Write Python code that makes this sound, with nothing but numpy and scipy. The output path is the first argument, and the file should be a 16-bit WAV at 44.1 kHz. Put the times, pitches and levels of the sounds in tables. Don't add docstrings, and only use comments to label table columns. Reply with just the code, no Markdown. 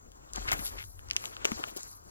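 import sys
import numpy as np
from scipy import signal
from scipy.fft import rfft, irfft, next_fast_len
from scipy.io import wavfile
from scipy.ndimage import uniform_filter1d

SR = 44100
rng = np.random.default_rng(int(sys.argv[2]) if len(sys.argv) > 2 else 0)


def put_to_file(sound):
    columns = np.atleast_2d(sound).T
    safe = np.clip(columns, -1, 1)
    whole_steps = np.round(safe * 32767)
    wavfile.write(sys.argv[1], SR, whole_steps.astype(np.int16))


N = 92610

# frequency_hz, gain_db
EDGE_TONE = [(300, -20), (1200, -8), (3000, 0), (4000, -5), (7000, -1), (8800, -14), (11500, -6),
             (16000, -12)]
# time_s, cloth_db, fur_hiss_db, swish_db
RUBBING_LEVELS = [(0, -67, -73, -74.5), (.325, -58.5, -62, -69), (.356, -40.5, -43, -60),
                  (.44, -43.5, -46.5, -54), (.55, -37.5, -48, -49), (.66, -48, -45, -35.5),
                  (.74, -46, -54.5, -53.5), (.86, -63, -53.5, -48.5), (.93, -67.5, -63.5, -55.5),
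                  (1.07, -57, -60.5, -64), (1.11, -51.5, -57.5, -64.5), (1.25, -45.5, -45.5, -46.5),
                  (1.33, -49.5, -54, -57.5), (1.435, -48, -56, -65), (1.46, -40.5, -42.5, -51),
                  (1.63, -43, -47.5, -52.5), (1.69, -43.5, -49, -51), (1.745, -55, -58, -55.5),
                  (1.78, -45.5, -45.5, -52.5), (1.92, -58.5, -51.5, -49), (2.03, -68, -65, -64),
                  (2.1, -58, -57, -59.5)]


def amp(db):
    return 10 ** (np.asarray(db) / 20)


def unit_rms(x):
    return x / np.sqrt(np.mean(x ** 2) + 1e-20)


def at_frequency(table, hz, column=1):
    columns = np.transpose(table)
    return np.interp(np.log(hz + 1), np.log(columns[0] + 1), columns[column])


def envelope(table, column=1):
    columns = np.transpose(table)
    return amp(np.interp(np.arange(N) / SR, columns[0], columns[column]))


def add(mix, start_s, sound):
    part = mix[round(start_s * SR):][:len(sound)]
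    part += sound[:len(part)]


def coloured(x, tone):
    log_gain = np.log(amp(at_frequency(tone, abs(np.fft.fftfreq(4096, 1 / SR)))))
    taps = np.fft.ifft(np.exp(np.conj(signal.hilbert(log_gain)))).real[:2048]
    return signal.oaconvolve(x, taps)[:len(x)]


def noise_pair(tone, patchy_db, flicker_db, size=256):
    frames, hz = N * 4 // size + 5, np.fft.rfftfreq(size, 1 / SR)
    re0, im0, re1, im1, patches = rng.standard_normal((frames, len(hz), 5)).T
    patches = unit_rms(uniform_filter1d(uniform_filter1d(patches, size=9, axis=0), size=14, axis=1))
    flicker = unit_rms(uniform_filter1d(rng.standard_normal(frames), size=5))
    gain = amp(at_frequency(tone, hz)[:, None] + patchy_db * patches + flicker_db * flicker)
    spectra = np.array([re0 + 1j * im0, re1 + 1j * im1]) * gain
    return unit_rms(signal.istft(spectra, nperseg=size, noverlap=size * 3 // 4)[1][:, :N])


def grains(samples, per_s=800, spread_db=4.5):
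    sign, size, chance = rng.random((samples, 3)).T
    return np.sign(sign - .5) * amp(-spread_db * np.log(size + 0.028)) * (chance < per_s / SR)


def background():
    # time_s, level_db
    rumble_levels = [(0, -56), (.3, -53.5), (.4, -44), (1.15, -51), (2.1, -54)]
    # frequency_hz, density_db
    rumble_tone = [(22, -18), (34, -20), (42, 6.5), (54, -8.5), (85, -6), (130, -14.5), (300, -50)]
    air_tone = [(220, -12), (400, -12), (1300, -14.5), (1800, -25), (3000, -48), (5500, -29.5),
                (7200, -22.5), (8800, -38), (16000, -30)]
    rumble = noise_pair(rumble_tone, patchy_db=-3, flicker_db=0.7, size=8192)
    air = noise_pair(air_tone, patchy_db=2.5, flicker_db=1.5, size=1024)
    return envelope(rumble_levels) * rumble + amp(-55.5) * air


def cloth_rustle():
    # frequency_hz, density_db
    cloth_tone = [(100, -39), (220, 2), (1300, 1), (3500, -7.5), (9000, -29)]
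    crackle = unit_rms(coloured(grains(N, per_s=700, spread_db=2.0), cloth_tone))
    rustle = noise_pair(cloth_tone, patchy_db=4.0, flicker_db=0.5)
    rustle[0] = unit_rms(rustle[0] + .6 * crackle)
    return envelope(RUBBING_LEVELS) * rustle


def fur_rubbing():
    # frequency_hz, density_db
    hiss_tone = [(2500, -78), (4000, 1.5), (5300, 2.5), (7200, 6), (9000, -10.5), (12000, -14)]
    swish_tone = [(6000, -35), (8800, -0.5), (11000, 20), (11600, 16), (12700, 18.5), (13600, 6.5),
                  (16000, -13)]
    hiss = noise_pair(hiss_tone, patchy_db=2.2, flicker_db=1.8)
    scratches = unit_rms(coloured(grains(N), hiss_tone))
    hiss[0] = unit_rms(hiss[0] + .7 * scratches)
    swish = noise_pair(swish_tone, patchy_db=3.0, flicker_db=0.55)
    return envelope(RUBBING_LEVELS, column=2) * hiss + envelope(RUBBING_LEVELS, column=3) * swish


def body_knocks():
    # start_s, level_db, pitch_hz
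    knocks = [(.379, -32, 212), (.484, -33, 93.5), (.5175, -16, 716), (.533, -32.5, 103),
              (.592, -31.5, 197), (1.446, -21, 597), (1.452, -16.5, 432), (1.471, -27, 500),
              (1.518, -21.5, 224), (1.562, -40.5, 74.5), (1.764, -28.5, 380)]
    rise_s, base_ring_s, ring_cycles = 0.00061, 0.0089, 8.7
    mix = np.zeros(N)
    for start_s, level_db, pitch_hz in knocks:
        t60 = base_ring_s + ring_cycles / pitch_hz
        t = np.arange(round(t60 * SR)) / SR
        phase = 2 * np.pi * pitch_hz * t
        modes = np.sin(phase) + amp(-10.5) * np.sin(1.3 * phase)
        add(mix, start_s, amp(level_db - 60 * t / t60) * (1 - np.exp(-t / rise_s)) * modes)
    return mix


def paw_scrabbles():
    # start_s, length_s, level_db, centre_hz, treble_db
    scrabbles = [(.357, 0.03, -42, 1100, -21), (.47, 0.042, -34, 2350, -23), (.516, 0.029, -28, 2100, -2),
                 (.64, 0.061, -41.5, 5540, -33), (.762, 0.067, -43, 2600, -24),
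                 (1.452, 0.006, -31, 1930, -43), (1.456, 0.0044, -37, 5400, 2),
                 (1.675, 0.037, -46.5, 3733, 5), (1.763, 0.015, -38, 4760, 35)]
    swell_s, fade_db = .15, -12
    mix = np.zeros(N)
    for start_s, length_s, level_db, hz, treble_db in scrabbles:
        progress = np.arange(round(length_s * SR)) / (length_s * SR)
        contour = np.minimum(progress * swell_s / length_s, 1) * amp(fade_db * progress ** 2)
        friction = unit_rms(grains(len(progress))) + 0.3 * rng.standard_normal(len(progress))
        drive = np.append(contour * friction, np.zeros(600))
        resonance = [(hz / 5, -18), (hz * 0.68, -3), (hz * 0.84, -1), (hz * 2.4, -16), (SR / 2, -50)]
        body = unit_rms(coloured(drive, resonance))
        edge = unit_rms(coloured(np.diff(drive, prepend=0), EDGE_TONE))
        add(mix, start_s, amp(level_db) * unit_rms(body + amp(treble_db) * edge))
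    return mix


def claw_ticks():
    # start_s, level_db, pitch_hz, edge_db
    ticks = [(.1185, -35, 7000, 6.5), (.3352, -12.5, 6800, -23), (.3602, -16.5, 6900, 3),
             (.5095, -18, 1510, -17), (.5205, -14.5, 2240, -13), (.5245, -19, 1790, -18),
             (.4856, -33, 1680, -24), (.4904, -16, 2220, -6), (.5171, -18.5, 1720, 14.5),
             (.5352, -15, 2710, -2), (.5929, -21.5, 2440, 1), (.8395, -29.5, 1660, -17),
             (.9927, -32, 1650, -21), (.3807, -23, 790, -26.5), (1.0872, -30, 5500, -5),
             (1.1013, -20, 2940, -24), (1.104, -35, 2460, -22), (1.1109, -8, 2770, -10),
             (1.1333, -20, 3200, -4), (1.1651, -3, 2960, -6.5), (1.2403, -23.5, 1120, -1),
             (1.2559, -15.5, 3050, -4), (1.3669, -23.5, 1400, -0.5), (1.4469, -12.5, 2820, 1),
             (1.4532, -4.5, 2930, -4), (1.5179, -15, 1200, 0.5), (1.639, -11.5, 1505, -10),
             (1.7798, -32, 6400, -15), (1.8322, -14.5, 7600, -22)]
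    rise_cycles, ring_cycles = .25, 5
    edge_t60_s, puff_t60_s = 0.0018, 0.0031
    t = np.arange(1500) / SR
    burst = amp(-60 * t / edge_t60_s) + amp(-22.5 - 60 * t / puff_t60_s)
    mix = np.zeros(N)
    for start_s, level_db, pitch_hz, edge_db in ticks:
        cycles = pitch_hz * t
        overtone_ratio = 1.85 * rng.uniform(0.86, 1.125)
        overtone_gain = amp(3 - 30 * cycles / ring_cycles) * (pitch_hz < SR / 10)
        modes = np.sin(2 * np.pi * cycles) + overtone_gain * np.sin(2 * np.pi * overtone_ratio * cycles)
        ring = (1 - np.exp(-cycles / rise_cycles)) ** 2 * amp(-60 * cycles / ring_cycles) * modes
        edge = amp(edge_db) * coloured(burst * rng.standard_normal(len(t)), EDGE_TONE)
        bass_cut = signal.butter(2, pitch_hz / 2, "high", fs=SR)
        add(mix, start_s, amp(level_db) * signal.lfilter(*bass_cut, edge - 2 * ring))
    return mix


def reflections(x, t60_s):
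    delays = np.arange(60, 9000, 20)
    signs = rng.choice([-1., 1.], len(delays))
    taps = np.zeros(9100)
    taps[delays + rng.integers(0, 20, len(delays))] = signs * amp(-60 * delays / SR / t60_s)
    return signal.fftconvolve(x, taps / np.linalg.norm(taps))[:N]


def scene():
    impacts = claw_ticks() + paw_scrabbles() + body_knocks()
    left = impacts + amp(-18) * reflections(impacts, t60_s=.18)
    right_only = amp(-2) * reflections(impacts, t60_s=.02)
    return np.array([left, right_only]) + cloth_rustle() + fur_rubbing() + background()


def record(dry):
    # frequency_hz, coherence, lag_rad, gain_db
    ports = [(40, .75, .3, -7), (130, .55, 1.2, -5.5), (260, .8, 2.0, -4), (700, .9, 2.95, -3),
             (6000, .93, 3.14, -3)]
    size = next_fast_len(N + 8192)
    hz = np.fft.rfftfreq(size, 1 / SR)
    shared, own = rfft(dry, size)
    coherence, lag_rad, gain_db = (at_frequency(ports, hz, column) for column in (1, 2, 3))
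    blend = coherence * np.exp(-1j * lag_rad) * shared + np.sqrt(1 - coherence ** 2) * own
    right = irfft(amp(gain_db) * blend, size)[:N]
    band_limit = signal.firwin(511, cutoff=16200, window=("kaiser", 9), fs=SR)
    return signal.oaconvolve(np.array([dry[0], right]), band_limit[None], "same")


dry = scene()
out = record(dry)
put_to_file(out)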